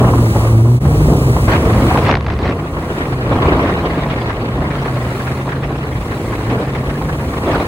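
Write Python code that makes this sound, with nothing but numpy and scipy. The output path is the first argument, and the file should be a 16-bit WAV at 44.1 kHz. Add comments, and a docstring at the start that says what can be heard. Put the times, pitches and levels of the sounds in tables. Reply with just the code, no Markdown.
"""Jet ski on choppy water

The exhaust note rises and sags as the hull rides the waves: clear at first, then dropping
away and returning fainter under the head wind. Eddies buffet, thump and tear at two
microphone ports, once in a burst of sharp cracks. Crests slap the hull; spray hisses throughout."""
import sys
import numpy as np
from scipy import signal
from scipy.fft import rfft, irfft, next_fast_len
from scipy.io import wavfile
from scipy.ndimage import uniform_filter1d, map_coordinates

SR = 44100
rng = np.random.default_rng(int(sys.argv[2]) if len(sys.argv) > 2 else 0)


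def wrap_up_sound(samples):
    """Save the sound to the file named by the first command line argument, as 16-bit audio."""
    columns = np.atleast_2d(samples).T
    # keep every value between -1 and 1, then stretch to whole-number steps
    tamed = np.clip(columns, -1, 1)
    steps = np.round(tamed * 32767).astype(np.int16)
    wavfile.write(sys.argv[1], SR, steps)


N = 338247

# left/right correlation set by the port spacing: freq_hz, correlation
PORT_CORRELATION = [(850, 1), (1100, 0.94), (1450, -0.48), (2200, -0.064), (3000, -0.43), (4000, -0.017),
                    (5200, -0.21), (8300, 0.94)]
# spectrum of the finest eddies: freq_hz, density_db
TEARING_SPECTRUM = [(800, -14), (1400, 3.5), (1900, 2.5), (2500, -3), (3200, -9), (4000, -11),
                    (5500, -21.5), (7500, -33), (12000, -56)]


def engine(jitter=0.0054, trim_db=-0.35, hull_hz=333, hull_half_width_hz=11, hull_db=10):
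    """Water-muffled exhaust: a strong firing tone, weak overtones that swell in the hull resonance."""
    # engine speed over the waves: time_s, firing_hz
    speed = [(0.0, 125.6), (0.28, 112.1), (0.6, 113.3), (0.77, 123.9), (0.9, 149.2), (1.11, 152.1),
             (1.41, 108.1), (1.75, 112.7), (2.01, 136.7), (2.18, 138.9), (2.31, 132.6), (2.39, 145.6),
             (2.48, 142.8), (2.56, 160.8), (2.73, 160.7), (3.07, 138), (3.29, 117.1), (3.61, 164.0),
             (3.74, 172.3), (3.99, 153.8), (4.25, 113.3), (4.4, 107.5), (4.68, 146.4), (5.0, 122),
             (5.75, 141.5), (6.09, 113.1), (6.41, 107), (6.69, 137.8), (6.81, 129.9), (7.05, 153.7),
             (7.33, 130.9), (7.46, 150.7), (7.58, 145.7), (7.67, 161)]
    # engine level, clear at first, then fainter under the wind: time_s, level_db
    levels = [(0,-9.5),(.26,-12),(.34,-15.5),(.45,-12.5),(.58,-8),(.77,-7.5),(.85,-16),(1.05,-15),(1.18,-16.5),(1.3,-11),(1.42,-30),(1.76,-16),(2.0,-18.5),(2.3,-28),(2.95,-31.5),(3.12,-20.5),(3.4,-22),(3.75,-29.5),(3.98,-22.5),(4.4,-25.5),(4.7,-23),(5.8,-22),(6.15,-27.5),(6.65,-20.5),(7.17,-23.5),(7.35,-34)]
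    # exhaust partials: harmonic, level_db, unsteadiness_db
    partials = [(1, 0.5, 1.0), (2, -15, 1.5), (3, -20, 1)]
    firing_hz, = curves(speed)
    level_db, = curves(levels)
    phase = 2 * np.pi * np.cumsum(firing_hz * (1 + jitter * wobble(40))) / SR
    note = np.zeros(N)
    for harmonic, partial_db, unsteadiness_db in partials:
        detuning = (harmonic * firing_hz - hull_hz) / hull_half_width_hz
        boom_db = hull_db / (1 + detuning ** 2)
        gain = amp(partial_db + boom_db + unsteadiness_db * wobble(60))
        note += gain * np.sin(harmonic * phase + rng.uniform(0, 2 * np.pi))
    return amp(level_db + trim_db) * unit(note)


def wind(rumble_trim_db=3.0, buffet_trim_db=4.0, roar_trim_db=-1.95, tearing_trim_db=0.83):
    """Eddies strike the ports: a low rumble and three bands that flutter dozens of times a second."""
    # eddy spectra, large to small: freq_hz, density_db
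    rumble_spectrum = [(15, -50), (25, -40), (36, -20), (52, -1.5), (80, -2.5), (115, -4.5), (170, -12),
                       (260, -18.5), (500, -95)]
    buffet_spectrum = [(80, -15.5), (150, -1.5), (220, -2.5), (330, -2), (500, -5.5), (750, -16),
                       (1300, -30), (2500, -84)]
    roar_spectrum = [(250, -48), (480, -3.5), (680, 0), (900, -2.5), (1100, -0.5), (1400, -8.5),
                     (2000, -27), (3000, -19.5), (6000, -83)]
    rumble_db, buffet_db, roar_db, tearing_db = wind_levels()
    common = unit(1.2 * wobble(70) + np.array([wobble(120), wobble(80)]))
    large = flutter(common, mid_db=2.2, side_db=2.6)
    medium = flutter(common, mid_db=2.4, side_db=3.5)
    fine = flutter(common, mid_db=2.2, side_db=4.0)
    rumble = amp(rumble_db + rumble_trim_db) * rush(rumble_spectrum, PORT_CORRELATION)
    buffet = amp(buffet_db + buffet_trim_db) * rush(buffet_spectrum, PORT_CORRELATION, large)
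    roar = amp(roar_db + roar_trim_db) * rush(roar_spectrum, PORT_CORRELATION, medium)
    tearing = amp(tearing_db + tearing_trim_db) * rush(TEARING_SPECTRUM, PORT_CORRELATION, fine)
    return rumble + buffet + roar + patchy(tearing, depth_db=3.5)


def wind_levels(rumble_share=0.28):
    """Rumble, buffet, roar and tearing in dB; a bright gust favours the small eddies."""
    # wind between gusts: time_s, rumble_db, roar_db, tearing_db
    steady_wind = [(0,-19,-19,-35), (.17,-19.5,-23.5,-43), (0.3,-17,-29,-47.5), (.55,-21.5,-28.5,-52),
                   (0.77,-25,-32.5,-59), (0.84,-16,-27.5,-43), (1.05,-15.5,-27,-46), (1.3,-19.5,-26.5,-49),
                   (1.44,-17.5,-26.5,-44), (1.54,-17,-22.5,-33.5), (1.8,-17,-20,-32.5), (2.05,-20,-21,-29),
                   (2.2,-22,-31,-40), (2.38,-21.5,-30,-35.5), (2.7,-27.5,-27,-42.5), (3.0,-26.5,-26,-34.5),
                   (3.21,-24.5,-28,-39), (3.37,-19.5,-20,-34.5), (3.7,-22.5,-21,-33), (4.2,-27,-26,-34.5),
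                   (4.6,-25.5,-25,-38), (4.78,-27,-26.5,-34), (5.4,-27,-28,-36), (6.0,-26.5,-29.5,-37.5),
                   (6.65,-26,-28,-36), (7.18,-24,-28.5,-39.5), (7.67,-27,-26,-36)]
    rumble_db, roar_db, tearing_db = curves(steady_wind)
    gust_db, bright_db = gusts()
    buffet_db = roar_db + rumble_share * (rumble_db - roar_db)
    return (rumble_db, buffet_db + gust_db - bright_db,
            roar_db + gust_db, tearing_db + gust_db + bright_db)


def gusts():
    """Gusts swell, hold and let go; returns added level and brightness in dB."""
    # gusts: start_s, length_s, attack_s, release_s, rise_db, brightness_db
    events = [(0, 0.24, .02, .035, 1, -1.5), (0.336, 0.15, 0.013, .035, 6.5, 3),
              (1.046, .12, .035, 0.083, 1, -5.5), (1.476, 0.071, 0.009, .03, 5.5, 4.5),
              (2.05, 0.086, 0.025, 0.02, 4.5, 3), (2.406, .11, 0.042, 0.033, 6.5, 1),
              (3.22, 0.388, 0.095, 0.06, 3, 0.5), (6.478, 0.13, 0.031, .05, 3.5, -3),
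              (7.417, 0.15, 0.052, 0.15, 6.5, 1)]
    t = np.arange(N) / SR
    gust_db, bright_db = np.zeros((2, N))
    for start_s, length_s, attack_s, release_s, rise_db, brightness_db in events:
        swell = (t - start_s) / attack_s
        release = 1 - (t - start_s - length_s) / release_s
        shape = np.clip(np.minimum(swell, release), 0, 1)
        gust_db += rise_db * shape
        bright_db += brightness_db * shape
    return gust_db, bright_db


def flutter(common, mid_db, side_db, own_weight=0.7):
    """(mid, side) gain of one eddy size, rms 1: common turbulence plus its own."""
    eddies = unit(common + own_weight * np.array([wobble(170), wobble(170)]))
    depth_db = np.array([[mid_db], [side_db]])
    return unit(amp(depth_db * 2 * np.tanh(eddies / 2)))


def cracks(snap_hz=2300, snap_decay_s=0.00025, start_hz=1800, end_hz=480, ragged=0.17, side_db=-11):
    """A hard gust cracks in the port: a snap, a sputter of ticks and a chirp falling in milliseconds."""
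    # a burst that sputters out: start_s, snap_db, sputter_db, chirp_db, length_s
    events = [(1.4815, -16.5, -24, -18, 0.0076), (1.535, -15, -16, -22, 0.00895),
              (1.9743, -2.5, -13.5, -11, 0.0084), (2.0703, -9, -24, -12, 0.00704),
              (2.083, -5, -11, -12, 0.0069), (2.0926, -1, -14, -9, 0.0077), (2.0996, -5, -16, -9, 0.0051),
              (2.112, -5, -8.5, -15, 0.0083), (2.1252, -3, -23, -11, 0.00666),
              (2.1404, -1, -15, -9.5, 0.0062), (2.154, -12, -14, -15, .007), (2.17, -16, -17, -18, 0.0084),
              (2.209, -10, -25, -19, 0.00395), (2.245, -22, -26, -33, 0.00499),
              (2.264, -24, -19, -21, .012), (2.2825, -22, -22, -21, .011),
              (2.3015, -22, -17.5, -22, 0.0122), (2.3215, -18, -22, -27, 0.0115),
              (2.336, -21, -21, -32, 0.0093), (2.39, -21, -22, -28, .008), (2.4785, -17, -27, -24, 0.00597),
              (2.492, -17, -24, -22, 0.0052), (2.497, -11, -20, -25, 0.0058), (2.51, -12, -22, -26, 0.0066)]
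    # port response: freq_hz, gain_db
    port = [(200, 8), (700, 0), (1900, 4), (3700, -6), (5200, -13.5), (6400, -20), (7500, -41),
            (14000, -55)]
    out = np.zeros((2, N))
    for start_s, snap_db, sputter_db, chirp_db, length_s in events:
        n = round(length_s * SR)
        progress = np.linspace(0, 1, n)
        t = progress * length_s
        hiss, drift = rng.standard_normal((2, 2, SR // 20))
        waver = unit(uniform_filter1d(drift, size=30))[:, :n]
        chirp_hz = start_hz * (end_hz / start_hz) ** progress * np.exp(ragged * waver)
        swell = np.sin(np.pi * progress ** 1.46)
        chirp = swell * np.sin(2 * np.pi * np.cumsum(chirp_hz, axis=1) / SR)
        snap = amp(0.5) * np.sin(2 * np.pi * snap_hz * t) * np.exp(-t / snap_decay_s)
        sputter = amp(4 - 17.4 * progress) * unit(hiss ** 3)[:, :n]  # cubed noise ticks
        crack = amp(snap_db) * snap + amp(sputter_db) * sputter + amp(chirp_db) * chirp
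        out[:, round(start_s * SR):][:, :n] += crack
    side_gain = lambda hz: amp(side_db) * along([(850, 0), (1400, 0.93)], hz)
    return filtered(out, lambda hz: amp(along(port, hz)) * [np.ones_like(hz), side_gain(hz)])


def thumps(trim_db=0.1):
    """Single hard eddies hit the ports: small ones knock, large ones boom."""
    # eddy hits: start_s, level_db, t60_s, centre_hz
    hits = [(.041, -14, .05, 1000), (.085, -15.5, 0.055, 900), (.133, -14.5, 0.033, 905),
            (.177, -21.5, .04, 1000), (.19, -15, .16, 230), (.359, -14.5, 0.053, 755),
            (.85, -12, .08, 240.3), (1.08, -13, 0.25, 280), (1.364, -15.5, 0.038, 907),
            (1.386, -19, 0.042, 900), (1.481, -18.5, .03, 900), (1.493, -16.5, .04, 1130),
            (1.535, -9.5, 0.15, 210), (1.628, -12.5, .07, 330), (1.907, -9, 0.053, 841),
            (1.953, -10.5, .09, 750), (2.087, -12, 0.13, 596), (2.588, -24, .04, 900),
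            (2.765, -22, .04, 1170), (3.592, -15, 0.037, 970), (3.699, -19, .035, 900),
            (3.839, -20.5, .035, 800), (3.972, -13.5, 0.062, 369.5), (4.058, -22, 0.038, 850),
            (4.435, -22, .2, 251), (4.858, -19, .06, 600), (5.475, -19, .06, 800), (5.704, -18.5, .04, 689),
            (6.322, -23, 0.058, 1150), (7.012, -20.5, 0.038, 905), (7.228, -24, 0.041, 703),
            (7.494, -14, 0.047, 580), (7.531, -17, .05, 900)]
    # eddy spectrum: freq_hz, density_db
    spectrum = [(60, -23), (130, 9), (400, 0), (1100, -6), (1500, -9), (2200, -17), (3200, -25),
                (6000, -70)]
    noise = rush(spectrum, PORT_CORRELATION)
    return amp(trim_db) * bursts(noise, hits, rise_s=0.0011, hold_s=0.0062, focus_db=14, octaves=1.0)


def crackle(count=700, spread_db=4.0, t60_s=0.008, trim_db=-9.5):
    """The smallest eddies tick in the ports, following the tearing level."""
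    position, chance = rng.uniform(0, 1, (count, 2)).T
    size = np.minimum(-np.log(1 - chance), 3)  # capped exponential distribution
    ticks = np.bincount((position * N).astype(int), amp(spread_db * size), N)
    decay = amp(-60 * np.arange(SR // 50) / SR / t60_s)
    envelope = signal.fftconvolve(ticks, decay)[:N]
    tearing_db = wind_levels()[-1]
    return amp(tearing_db + trim_db) * rush(TEARING_SPECTRUM, PORT_CORRELATION, envelope)


def slaps():
    """Wave crests smack the hull in short, bright splashes."""
    # crest hits: start_s, level_db, t60_s, centre_hz
    hits = [(1.491, -31, 0.12, 3000), (1.535, -25, 0.076, 1994), (3.668, -25.5, .16, 2400),
            (3.897, -31, .08, 1800), (4.097, -27.5, 0.19, 3303), (4.178, -30.5, 0.072, 1590),
            (4.292, -26.5, 0.13, 1692), (4.703, -29, .08, 1790), (4.847, -29, .07, 1600),
            (5.197, -27.5, .07, 1637), (5.267, -26, .08, 1440), (5.488, -28, 0.047, 1500),
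            (5.517, -26, 0.056, 1621), (5.631, -28.5, 0.049, 2560), (6.115, -29, 0.086, 1590),
            (6.322, -28, 0.094, 1500), (6.497, -27.5, .1, 2590), (6.747, -28, 0.075, 2197),
            (6.893, -29, 0.072, 1940), (7.088, -28, .05, 1300), (7.333, -28, .05, 1300)]
    # splash spectrum: freq_hz, density_db
    spectrum = [(400, -10), (1000, 3.5), (1500, 4), (2300, -3), (3000, -6), (4200, -14), (5500, -19),
                (12000, -56)]
    noise = rush(spectrum, PORT_CORRELATION)
    return bursts(noise, hits, rise_s=0.0015, hold_s=0.013, focus_db=7, octaves=0.6)


def spray(trim_db=6.0, fizz_db=0.97):
    """Fine droplets thrown up by the hull fall back as a hiss."""
    # hiss level, ducks sharply at the cracks, then slowly recovers: time_s, level_db
    levels = [(0, -43), (0.4, -39), (0.65, -46.5), (1.05, -40.5), (1.45, -40), (1.62, -43), (1.92, -40.5),
              (2.07, -46.5), (2.15, -59.5), (3.0, -48.5), (3.2, -51.5), (3.45, -50), (4.5, -54.0),
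              (5.25, -46.5), (5.62, -54.6), (6.25, -47.5), (6.7, -51.5), (7.05, -48.5), (7.67, -47)]
    # droplet hiss: freq_hz, density_db
    spectrum = [(500, -13), (1300, 16), (2200, 12.5), (3500, 4), (5500, 3.5), (7500, 0.5), (11000, 1.5),
                (15800, -0.5)]
    # left/right likeness, clipped to +-1 in use: freq_hz, correlation
    correlation = [(850, 1), (1150, 0.86), (1330, -1.07), (2600, -1.04), (4000, -0.17), (5100, -1.2),
                   (6500, -0.17), (7800, 0.89), (8800, 1), (10400, 0.18), (11900, -1.04), (12900, -1.15),
                   (14300, 0.2), (15600, 0.77)]
    level_db, = curves(levels)
    return amp(level_db + trim_db) * rush(spectrum, correlation, amp(fizz_db * wobble(500)))


def dip(centre_s=0.797, half_width_s=0.009, depth_db=20):
    """Gain that dips for an instant as the engine drops away."""
    offset = (np.arange(N) / SR - centre_s) / half_width_s
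    return amp(-depth_db / (1 + offset ** 2))


def bursts(noise, hits, rise_s, hold_s, focus_db, octaves):
    """Pieces of (mid, side) noise, each with a broad resonance: quick swell, hold, decay."""
    n = SR // 5
    t = np.arange(n) / SR
    hz = np.fft.rfftfreq(n, 1 / SR) + 1
    out = np.zeros((2, N + n))
    for start_s, level_db, t60_s, centre_hz in hits:
        resonance = amp(focus_db * np.exp(-(np.log2(hz / centre_hz) / octaves) ** 2))
        envelope = (1 - np.exp(-t / rise_s)) * amp(-60 * np.maximum(t - hold_s, 0) / t60_s)
        piece = noise[:, rng.integers(N - n):][:, :n]
        burst = irfft(rfft(piece) * resonance, n) * envelope
        burst *= np.linalg.norm(envelope) / np.linalg.norm(burst[0])
        out[:, round(start_s * SR):][:, :n] += amp(level_db) * burst
    return out[:, :N]


def rush(spectrum, correlation, envelope=1):
    """Coloured (mid, side) noise, mid at rms 1."""
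    def response(hz):
        angle = np.arccos(np.clip(along(correlation, hz), -1, 1)) / 2
        return amp(along(spectrum, hz)) * [np.cos(angle), np.sin(angle)]
    pair = filtered(rng.standard_normal((2, N)) * envelope, response)
    return pair / np.std(pair[0])


def patchy(x, depth_db):
    """Random shifts of colour in patches of about 20 ms by 500 Hz."""
    spectra = signal.stft(x, nperseg=512)[2]
    patches = uniform_filter1d(rng.standard_normal(spectra.shape), size=6, axis=1)
    patches = uniform_filter1d(patches, size=4, axis=2)
    gain = unit(amp(depth_db * unit(patches)))
    return signal.istft(spectra * gain, nperseg=512)[1][:, :N]


def amp(db):
    """Decibels to gain."""
    return 10 ** (np.asarray(db) / 20)


def unit(x):
    """Scale to rms 1."""
    return x / np.sqrt(np.mean(x ** 2) + 1e-20)


def along(points, hz):
    """Interpolate (freq_hz, value) points on a log axis."""
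    freq_hz, values = np.transpose(points)
    return np.interp(np.log(hz + 1), np.log(freq_hz + 1), values)


def curves(rows):
    """One value per sample for each column after time_s."""
    time_s, *columns = np.transpose(rows)
    return [np.interp(np.arange(N) / SR, time_s, column) for column in columns]


def wobble(rate_hz):
    """Smooth random curve, rate_hz knots a second."""
    knots = rng.standard_normal(int(N * rate_hz / SR) + 4)
    return map_coordinates(knots, [np.arange(N) * rate_hz / SR], mode="nearest")


def filtered(x, response):
    """Apply the gain response(hz) by FFT."""
    n = next_fast_len(N + SR // 4)
    return irfft(rfft(x, n) * response(np.fft.rfftfreq(n, 1 / SR)), n)[..., :N]


def scene():
    """Engine in the centre; wind and water spread above the bass."""
    # wind width, narrow when it meets both ports alike: time_s, side_db
    wind_width = [(0, 1.5), (2.07, 0), (2.16, 1), (2.46, -4), (2.6, 1), (3.35, 3), (3.6, 1), (4.7, 1),
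                  (5.0, -1.5), (5.65, -3), (5.85, 1), (6.32, -5), (6.48, 1.5), (7.67, -1)]
    side_db, = curves(wind_width)
    air = (wind() + thumps() + crackle()) * [np.ones(N), amp(side_db)]
    mid, side = air + cracks() + slaps() + spray()
    mid = mid + engine()
    return np.array([mid + side, mid - side]) * dip()


def record(dry, ceiling=0.94, cutoff_hz=15800):
    """Soft peak limiting, then a brick-wall low-pass."""
    rounded = dry / (1 + np.abs(dry / ceiling) ** 8) ** (1 / 8)
    return filtered(rounded, lambda hz: hz < cutoff_hz)


dry = scene()
out = record(dry)
wrap_up_sound(out)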